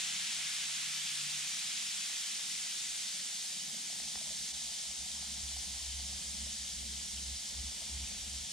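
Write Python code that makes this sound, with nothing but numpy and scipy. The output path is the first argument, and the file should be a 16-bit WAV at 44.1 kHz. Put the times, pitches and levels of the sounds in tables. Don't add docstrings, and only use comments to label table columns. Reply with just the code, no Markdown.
import sys
import numpy as np
from scipy import signal
from scipy.fft import rfft, irfft, next_fast_len
from scipy.io import wavfile
from scipy.ndimage import uniform_filter1d, map_coordinates

SR = 44100
rng = np.random.default_rng(int(sys.argv[2]) if len(sys.argv) > 2 else 0)


def dump_mix(stems):
    frames = np.atleast_2d(stems).T
    limited = np.clip(frames, -1, 1)
    pcm = np.round(limited * 32767).astype(np.int16)
    wavfile.write(sys.argv[1], SR, pcm)


N = 375732


# (time [s], level [dB])
LOW_MURMUR_LEVEL = [(0.0, -67), (1.3, -65.5), (2.0, -68), (2.63, -66.5), (3.5, -66), (4.08, -61.5),
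                    (4.7, -65), (5.43, -60), (5.95, -63.5), (6.3, -59), (6.85, -60), (7.1, -61.5),
                    (7.6, -59), (7.8, -62), (8.1, -60.5), (8.52, -59)]
# (frequency [Hz], density [dB])
LOW_MURMUR_SPECTRUM = [(60, -40), (120, -18), (137, -6.5), (150, -4.5), (167, -8), (182, 0.5), (198, -3),
                       (210, 2), (221, -5.5), (233, -0.5), (244, -10.5), (262, -9), (280, -16), (295, -12),
                       (310, -14), (335, -27), (400, -60), (450, -100)]
# (time [s], level [dB], depth of its quiet pockets [dB])
MID_MURMUR = [(0, -72, 8), (.1, -80, 24), (.3, -78, 26), (.45, -74, 22), (.9, -77, 22), (1.0, -78, 18),
              (1.32, -78, 26), (1.44, -76, 26), (1.95, -77, 30), (2.15, -73.5, 24), (2.7, -73.5, 28),
              (3.3, -72.5, 24), (4.08, -71.5, 6), (4.5, -74, 14), (4.9, -71.5, 10), (5.43, -72, 6),
              (6.5, -71.5, 9), (8.52, -69.5, 4)]
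# (frequency [Hz], density [dB])
MID_MURMUR_SPECTRUM = [(230, -64), (290, -3), (350, -6), (420, -6), (480, -7), (530, -4.5), (600, -4),
                       (700, -40), (800, -90)]
# (time [s], centre [Hz], half width [Hz])
MURMUR_GAP = [(0, 450, 10), (.1, 480, 64), (.17, 500, 35), (.28, 465, 95), (.4, 407, 55), (.6, 430, 67),
              (.9, 440, 50), (.99, 490, 15), (1.1, 430, 55), (1.25, 382, 55), (1.33, 420, 100),
              (1.42, 450, 5), (1.58, 418, 10), (1.65, 440, 50), (1.75, 370, 27), (1.85, 450, 5),
              (1.96, 450, 70), (2.08, 453, 35), (2.15, 450, 1)]
# (frequency [Hz], density [dB])
DEEP_SPECTRUM = [(15, -13), (40, -1), (75, -6), (100, -8), (130, -27), (300, -90)]
# (time [s], level [dB])
HUM_LEVEL = [(0, -66.5), (.3, -72.5), (1.25, -61.5), (1.6, -70), (2.3, -79.5), (4, -71.5), (5.5, -72),
             (6.2, -77)]
# (time of crest [s], level at crest [dB], length [s])
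DRONE_THROBS = [(4.05, -62, .1), (4.17, -54, 0.051), (4.3, -61, .12), (4.41, -61, 0.09), (4.55, -56, 0.097),
                (4.67, -61, .18), (4.9, -55.5, .13), (5.02, -54, .14), (5.19, -55.5, 0.28),
                (5.33, -52.5, 0.21), (5.455, -44.5, 0.14), (5.565, -46, 0.19), (5.695, -46.5, 0.1),
                (5.76, -47, 0.074), (5.82, -54, 0.076), (5.885, -45.5, 0.15), (5.985, -42.5, .18),
                (6.05, -57, 0.091), (6.125, -46.5, 0.21), (6.3, -49, 0.17), (6.435, -45.5, 0.21),
                (6.53, -55, 0.12), (6.625, -52, 0.12), (6.88, -47.5, 0.54), (7.19, -47.5, 0.23),
                (7.3, -44, 0.2), (7.35, -55, 0.089), (7.53, -58, .12), (7.59, -40.5, 0.11),
                (7.67, -43, 0.14), (7.83, -56, 0.065), (7.89, -55, 0.091), (7.955, -41, 0.15),
                (8.03, -40.5, 0.094), (8.095, -52, 0.062), (8.19, -58, 0.088), (8.26, -50, 0.17),
                (8.36, -44, 0.15), (8.43, -50, 0.067)]
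# (multiple of its pitch [ratio], level against the fundamental [dB])
DRONE_OVERTONES = [(1.56, -22), (2.05, -23), (3, -25)]
# (frequency [Hz], density [dB])
RUMBLE_SPECTRUM = [(12, -30), (24, -21), (46, 7), (60, 3), (85, -5), (106, -4), (120, -7), (140, -48),
                   (300, -90)]
# (time of crest [s], level at crest [dB], length [s])
RUMBLE_SWELLS = [(5.7, -65, .2), (8.25, -61, 0.99)]
# (time [s], level [dB], starting pitch [Hz],
# brightness of the snap before a shared boost [dB], ring time to fall 60 dB [s])
LARGE_POPS = [(2.169, -53, 950, 11, 0.028), (3.744, -52, 595, 1, 0.037), (3.9, -49.5, 705, -5, .04),
              (3.926, -50, 700, -8, .03), (4.0, -46.5, 725, 3, 0.024), (4.076, -50, 820, -4, .03),
              (4.156, -39.5, 790, -2, 0.016), (4.174, -49, 790, -10, .03), (4.214, -50, 667, -8, .045),
              (4.255, -55, 840, -10, .03), (4.271, -52, 630, -12, 0.049), (4.306, -48, 650, -10, .03),
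              (4.318, -50, 633, -12, 0.057), (5.226, -50, 750, -6, .04), (5.371, -53, 756, -4, .04),
              (5.563, -51, 766, -6, 0.042), (5.76, -53, 698, -4, 0.037), (6.469, -51, 660, 0, 0.045),
              (7.819, -50, 674, -7, 0.046)]
# (time [s], level [dB], starting pitch [Hz])
SINGING_BUBBLES = [(7.174, -39.5, 2960), (7.445, -43, 3200), (8.034, -46, 2300), (8.068, -43, 2500),
                   (8.208, -43, 3100)]
# (time [s], fine foam [dB], coarse bubbles [dB], finest spray [dB])
FIZZ_LEVELS = [(0.0, -38.5, -42, -58.5), (1.0, -39, -43.5, -58.5), (2.06, -39, -45.5, -58),
               (3.08, -39.5, -49, -59.5), (3.4, -40, -51.5, -60), (3.8, -41, -52.5, -60),
               (4.41, -40.5, -55, -60.5), (5.0, -41, -55, -62), (5.6, -41.5, -55.5, -61.5),
               (6.5, -41.5, -56, -62), (7.4, -42, -56.5, -62), (8.0, -42.5, -54, -62.5),
               (8.52, -42.5, -54.5, -63)]
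# (time [s], half width [s], level change [dB])
FIZZ_DIP = (4.527, .009, -5)
# (time [s], level [dB])
GURGLE_LEVEL = [(0.0, -64), (1.4, -66.5), (2.8, -67), (3.5, -66), (4.25, -65), (5.0, -64), (5.9, -64),
                (6.7, -67.5), (7.8, -64.5), (8.52, -66)]
# (frequency [Hz], density [dB])
FOAM_SPECTRUM = [(500, -110), (710, -51), (1200, -22.5), (1490, -20.5), (1780, -16), (1980, -13),
                 (2140, -10), (2260, -13.5), (2570, -12.5), (2820, -12.5), (2990, -4.5), (3400, -4.5),
                 (3480, -2), (3560, -5), (3770, -3.5), (4120, -4.5), (4820, -2.5), (7400, -2.5),
                 (9260, -4.5), (10300, -13.5), (11200, -46), (12000, -90)]
# (frequency [Hz], density [dB])
BUBBLE_SPECTRUM = [(450, -110), (560, -60), (800, -27), (1100, -13), (1600, -7.5), (2500, -1.5),
                   (3600, -1.5), (5000, -12.5), (8000, -11), (10000, -58)]
# (frequency [Hz], density [dB])
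SPRAY_SPECTRUM = [(8500, -80), (9800, -18), (10600, 0.5), (12500, 0), (14500, -5), (15500, -12)]
# (frequency [Hz], density [dB])
POCKET_SPECTRUM = [(430, -100), (520, -45), (570, -15), (600, -3), (680, 2.5), (850, 1.5), (1100, -4),
                   (1500, -25), (2000, -46)]
# (frequency [Hz], left-right likeness [correlation])
STEREO_LIKENESS = [(60, 1), (99, -0.14), (160, 0.96), (270, 0.26), (450, 0.44), (740, 0.33),
                   (1100, -0.0052), (1500, 0.39), (2100, 0.64), (2800, 0.56), (3800, 0.89), (5200, 0.58),
                   (7000, 0.75), (9000, 0.14), (11000, 0.12), (15000, -0.026)]
# (frequency [Hz], left over right [dB])
STEREO_LEAN = [(60, -1), (130, -2.5), (290, -1), (640, 2.2), (1100, 1.4), (1500, 2), (2100, 2), (2900, 0.3),
               (3900, 1.6), (6820, -1), (11500, -0.1), (13500, 2)]
# (frequency [Hz], lead of the left [radians])
STEREO_LEAD = [(500, 0.22), (900, 0.5), (1500, -0.5), (2100, -0.26), (2900, -0.1), (3900, 0.02),
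               (5200, 0.72), (7000, 1.23), (9000, 2.5), (11000, 2.5)]

HUM_HZ = 148.3
THROB_FOLLOW = 0.2
POCKET_OPEN = -0.35
GAP_DB = -30
DRONE_HZ, DRONE_RISE_HZ_PER_S = 64, 0.5
DRONE_WANDER_HZ, DRONE_FLUTTER_DB = 0.8, 0.6
LINGER_DB, LINGER_S = -16, 0.35
RUMBLE_DB, RUMBLE_AVERAGE_S, RUMBLE_LUMPS_DB = -14, 0.18, 3
POP_ATTACK_S = 0.0005
TOP_HZ = 15600


def amp(db):
    return 10 ** (np.asarray(db) / 20)


def unit(x):
    return x / np.sqrt(np.mean(x ** 2) + 1e-20)


def along(points, hz):
    f, v = np.transpose(points)
    return np.interp(np.log(hz + 1), np.log(f + 1), v)


def curves(rows):
    s, *cols = np.transpose(rows)
    return [np.interp(np.arange(N) / SR, s, c, left=c[0]) for c in cols]


def wobble(rate):
    knots = rng.standard_normal(200 + N // 400)
    return map_coordinates(knots, [np.arange(N) * min(rate, 100) / SR])


def humps(rows):
    t = np.arange(N) / SR
    return sum(amp(db) * np.cos(np.pi * np.clip((t - s) / length, -.5, .5)) ** 2
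               for s, db, length in rows)


def filtered(x, response):
    m = next_fast_len(N + 8192)
    return irfft(rfft(x, m) * response(np.fft.rfftfreq(m, 1 / SR)), m)[..., :N]


def spread(pair, spectrum):
    def mid_side_response(hz):
        angle = np.arccos(np.clip(along(STEREO_LIKENESS, hz), -1, 1)) / 2
        return amp(along(spectrum, hz)) * [np.cos(angle), np.sin(angle)]

    mid, side = filtered(pair, mid_side_response)
    return unit(np.array([mid + side, mid - side]))


def random_field(shape, bins, frames):
    field = uniform_filter1d(rng.standard_normal(shape), size=bins, axis=0)
    return unit(uniform_filter1d(field, size=frames, axis=1))


def pocketed():
    hz, t, z = signal.stft(rng.standard_normal((2, N)), SR, nperseg=2048)
    field = random_field(z.shape[1:], bins=3, frames=3)
    when, centre_hz, half_hz = np.transpose(MURMUR_GAP)
    centre = np.interp(t, when, centre_hz)
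    half_width = np.interp(t, when, np.maximum(half_hz, 1))
    gap_db = GAP_DB * np.exp(-((hz[:, None] - centre) / half_width) ** 4)
    s, _, depth_db = np.transpose(MID_MURMUR)
    pocket_db = np.interp(t, s, depth_db) * np.clip(2 * (field - POCKET_OPEN), -1, 0)
    return signal.istft(z * amp(pocket_db + gap_db), SR, nperseg=2048)[1][:, :N]


def murmur():
    low_noise, deep_noise = rng.standard_normal((2, 2, N))
    throb = humps(DRONE_THROBS)
    quick = uniform_filter1d(throb, int(0.08 * SR)) + amp(-56)
    slow = uniform_filter1d(throb, int(0.8 * SR)) + amp(-56)
    unrest_db = 1.4 * wobble(5)
    low_db = curves(LOW_MURMUR_LEVEL)[0] + unrest_db + 1.16 * wobble(9)
    low = amp(low_db) * (quick / slow) ** THROB_FOLLOW * spread(low_noise, LOW_MURMUR_SPECTRUM)
    mid_db = curves(MID_MURMUR)[0] + unrest_db + 1.1 * wobble(15)
    mid = amp(mid_db) * spread(pocketed(), MID_MURMUR_SPECTRUM)
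    floor = deep_noise[0] + 0.49 * deep_noise[1] * [[1], [-1]]
    floor = unit(filtered(floor, lambda hz: amp(along(DEEP_SPECTRUM, hz))))
    return low + mid + amp(-76.5 + 2.2 * wobble(5.5)) * floor


def hum():
    phase = 2 * np.pi * np.cumsum(HUM_HZ + 1.66 * wobble(6)) / SR
    tone = np.sqrt(2) * np.sin(phase + np.array([[.3], [-.3]]))
    return amp(curves(HUM_LEVEL)[0]) * tone


def drone():
    t = np.arange(N) / SR
    throb = humps(DRONE_THROBS)
    linger = amp(LINGER_DB) * uniform_filter1d(throb, int(LINGER_S * SR))
    level = np.hypot(throb, linger) * amp(DRONE_FLUTTER_DB * wobble(22))
    pitch_hz = DRONE_HZ + DRONE_RISE_HZ_PER_S * t + DRONE_WANDER_HZ * wobble(8)
    phase = 2 * np.pi * np.cumsum(pitch_hz) / SR
    tone = np.sin(phase) + sum(amp(db) * np.sin(k * phase) for k, db in DRONE_OVERTONES)
    a, b = filtered(rng.standard_normal((2, N)), lambda hz: amp(along(RUMBLE_SPECTRUM, hz)))
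    rumble = unit(np.array([a + 0.71 * b, a - 0.34 * b]))
    running = uniform_filter1d(throb, int(RUMBLE_AVERAGE_S * SR))
    follows = running * amp(RUMBLE_DB + RUMBLE_LUMPS_DB * wobble(9.4))
    return level * tone * amp([[-.3], [.3]]) + (follows + humps(RUMBLE_SWELLS)) * rumble


def chirps():
    out, t = np.zeros(N + SR), np.arange(SR // 20) / SR
    envelope = amp(-60 * t / 0.06) * (1 - np.exp(-t / 0.003))
    for s, db, hz in SINGING_BUBBLES:
        ring = np.sin(2 * np.pi * hz * t * (1 + 2.5 * t)) * envelope
        out[round(s * SR):][:len(t)] += amp(db) * ring
    return out[:N]


def pops():
    out, t = np.zeros(N + SR), np.arange(SR // 20) / SR
    attack = 1 - np.exp(-t / POP_ATTACK_S)
    for s, db, hz, snap_db, t60 in LARGE_POPS:
        blip = np.sin(2 * np.pi * hz * t * (1 - 2.0 * t)) * amp(-60 * t / t60)
        snap = amp(snap_db + 6.5) * np.sin(2 * np.pi * 1950 * t) * amp(-60 * t / 0.0095)
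        puff = 1.15 * uniform_filter1d(rng.standard_normal(len(t)), size=12) * amp(-60 * t / 0.015)
        out[round(s * SR):][:len(t)] += amp(db) * (blip + snap + puff) * attack
    return out[:N] * amp([[1.5], [-1.5]])


def patchy(depth_db):
    z = signal.stft(rng.standard_normal((2, N)), nperseg=512)[2]
    field = random_field(z.shape[1:], bins=2, frames=8)
    return unit(signal.istft(z * amp(depth_db * field), nperseg=512)[1][:, :N])


def bursts(count, low_hz, high_hz, cycles, scatter_db):
    when, size, loud, side = rng.random((count, 4)).T
    hz = (low_hz * (high_hz / low_hz) ** size)[:, None]
    k = np.arange(128)
    turns = hz * k / SR
    strength = hz * amp(scatter_db * loud)[:, None]
    decay = np.exp(-np.log(1000) * turns / cycles)
    shape = turns * decay * np.cos(np.pi * k / 256)
    ring = strength * shape * np.sin(2 * np.pi * turns * (1 + 0.013 * turns))
    place = (when * N).astype(int)[:, None] + k + (side > .5)[:, None] * (N + 128)
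    line = np.bincount(place.ravel(), ring.ravel(), 2 * N + 256)
    return unit(line.reshape(2, -1)[:, :N])


def fizz():
    foam_db, coarse_db, spray_db = curves(FIZZ_LEVELS)
    s, width, dip_db = FIZZ_DIP
    dip = dip_db * np.exp(-((np.arange(N) / SR - s) / width) ** 2)
    shared_db = 0.15 * wobble(6.3) + dip
    fine = bursts(count=24000, low_hz=2400, high_hz=13170, cycles=21, scatter_db=10.0)
    fine = 0.26 * fine + patchy(1.1)
    coarse = bursts(count=16000, low_hz=1500, high_hz=6800, cycles=46, scatter_db=1)
    coarse = 0.28 * coarse + patchy(1.0)
    pockets = bursts(count=1500, low_hz=540, high_hz=1220, cycles=4.1, scatter_db=-4.5)
    pockets = 0.17 * pockets + rng.standard_normal((2, N))
    foam = amp(foam_db + shared_db + 0.17 * wobble(25)) * spread(fine, FOAM_SPECTRUM)
    froth = amp(coarse_db + shared_db + 0.097 * wobble(8.6)) * spread(coarse, BUBBLE_SPECTRUM)
    spray = amp(spray_db + shared_db + 0.28 * wobble(7.3)) * spread(patchy(1.8), SPRAY_SPECTRUM)
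    gurgle = amp(curves(GURGLE_LEVEL)[0]) * spread(pockets, POCKET_SPECTRUM)
    return foam + froth + spray + gurgle


def scene():
    half = np.array([[.5], [-.5]])

    def left_right(hz):
        return amp(along(STEREO_LEAN, hz) * half) * np.exp(1j * along(STEREO_LEAD, hz) * half)

    return filtered(murmur() + hum() + fizz(), left_right) + drone() + chirps() + pops()


def record(dry):
    return filtered(dry, lambda hz: hz < TOP_HZ)


dry = scene()
out = record(dry)
dump_mix(out)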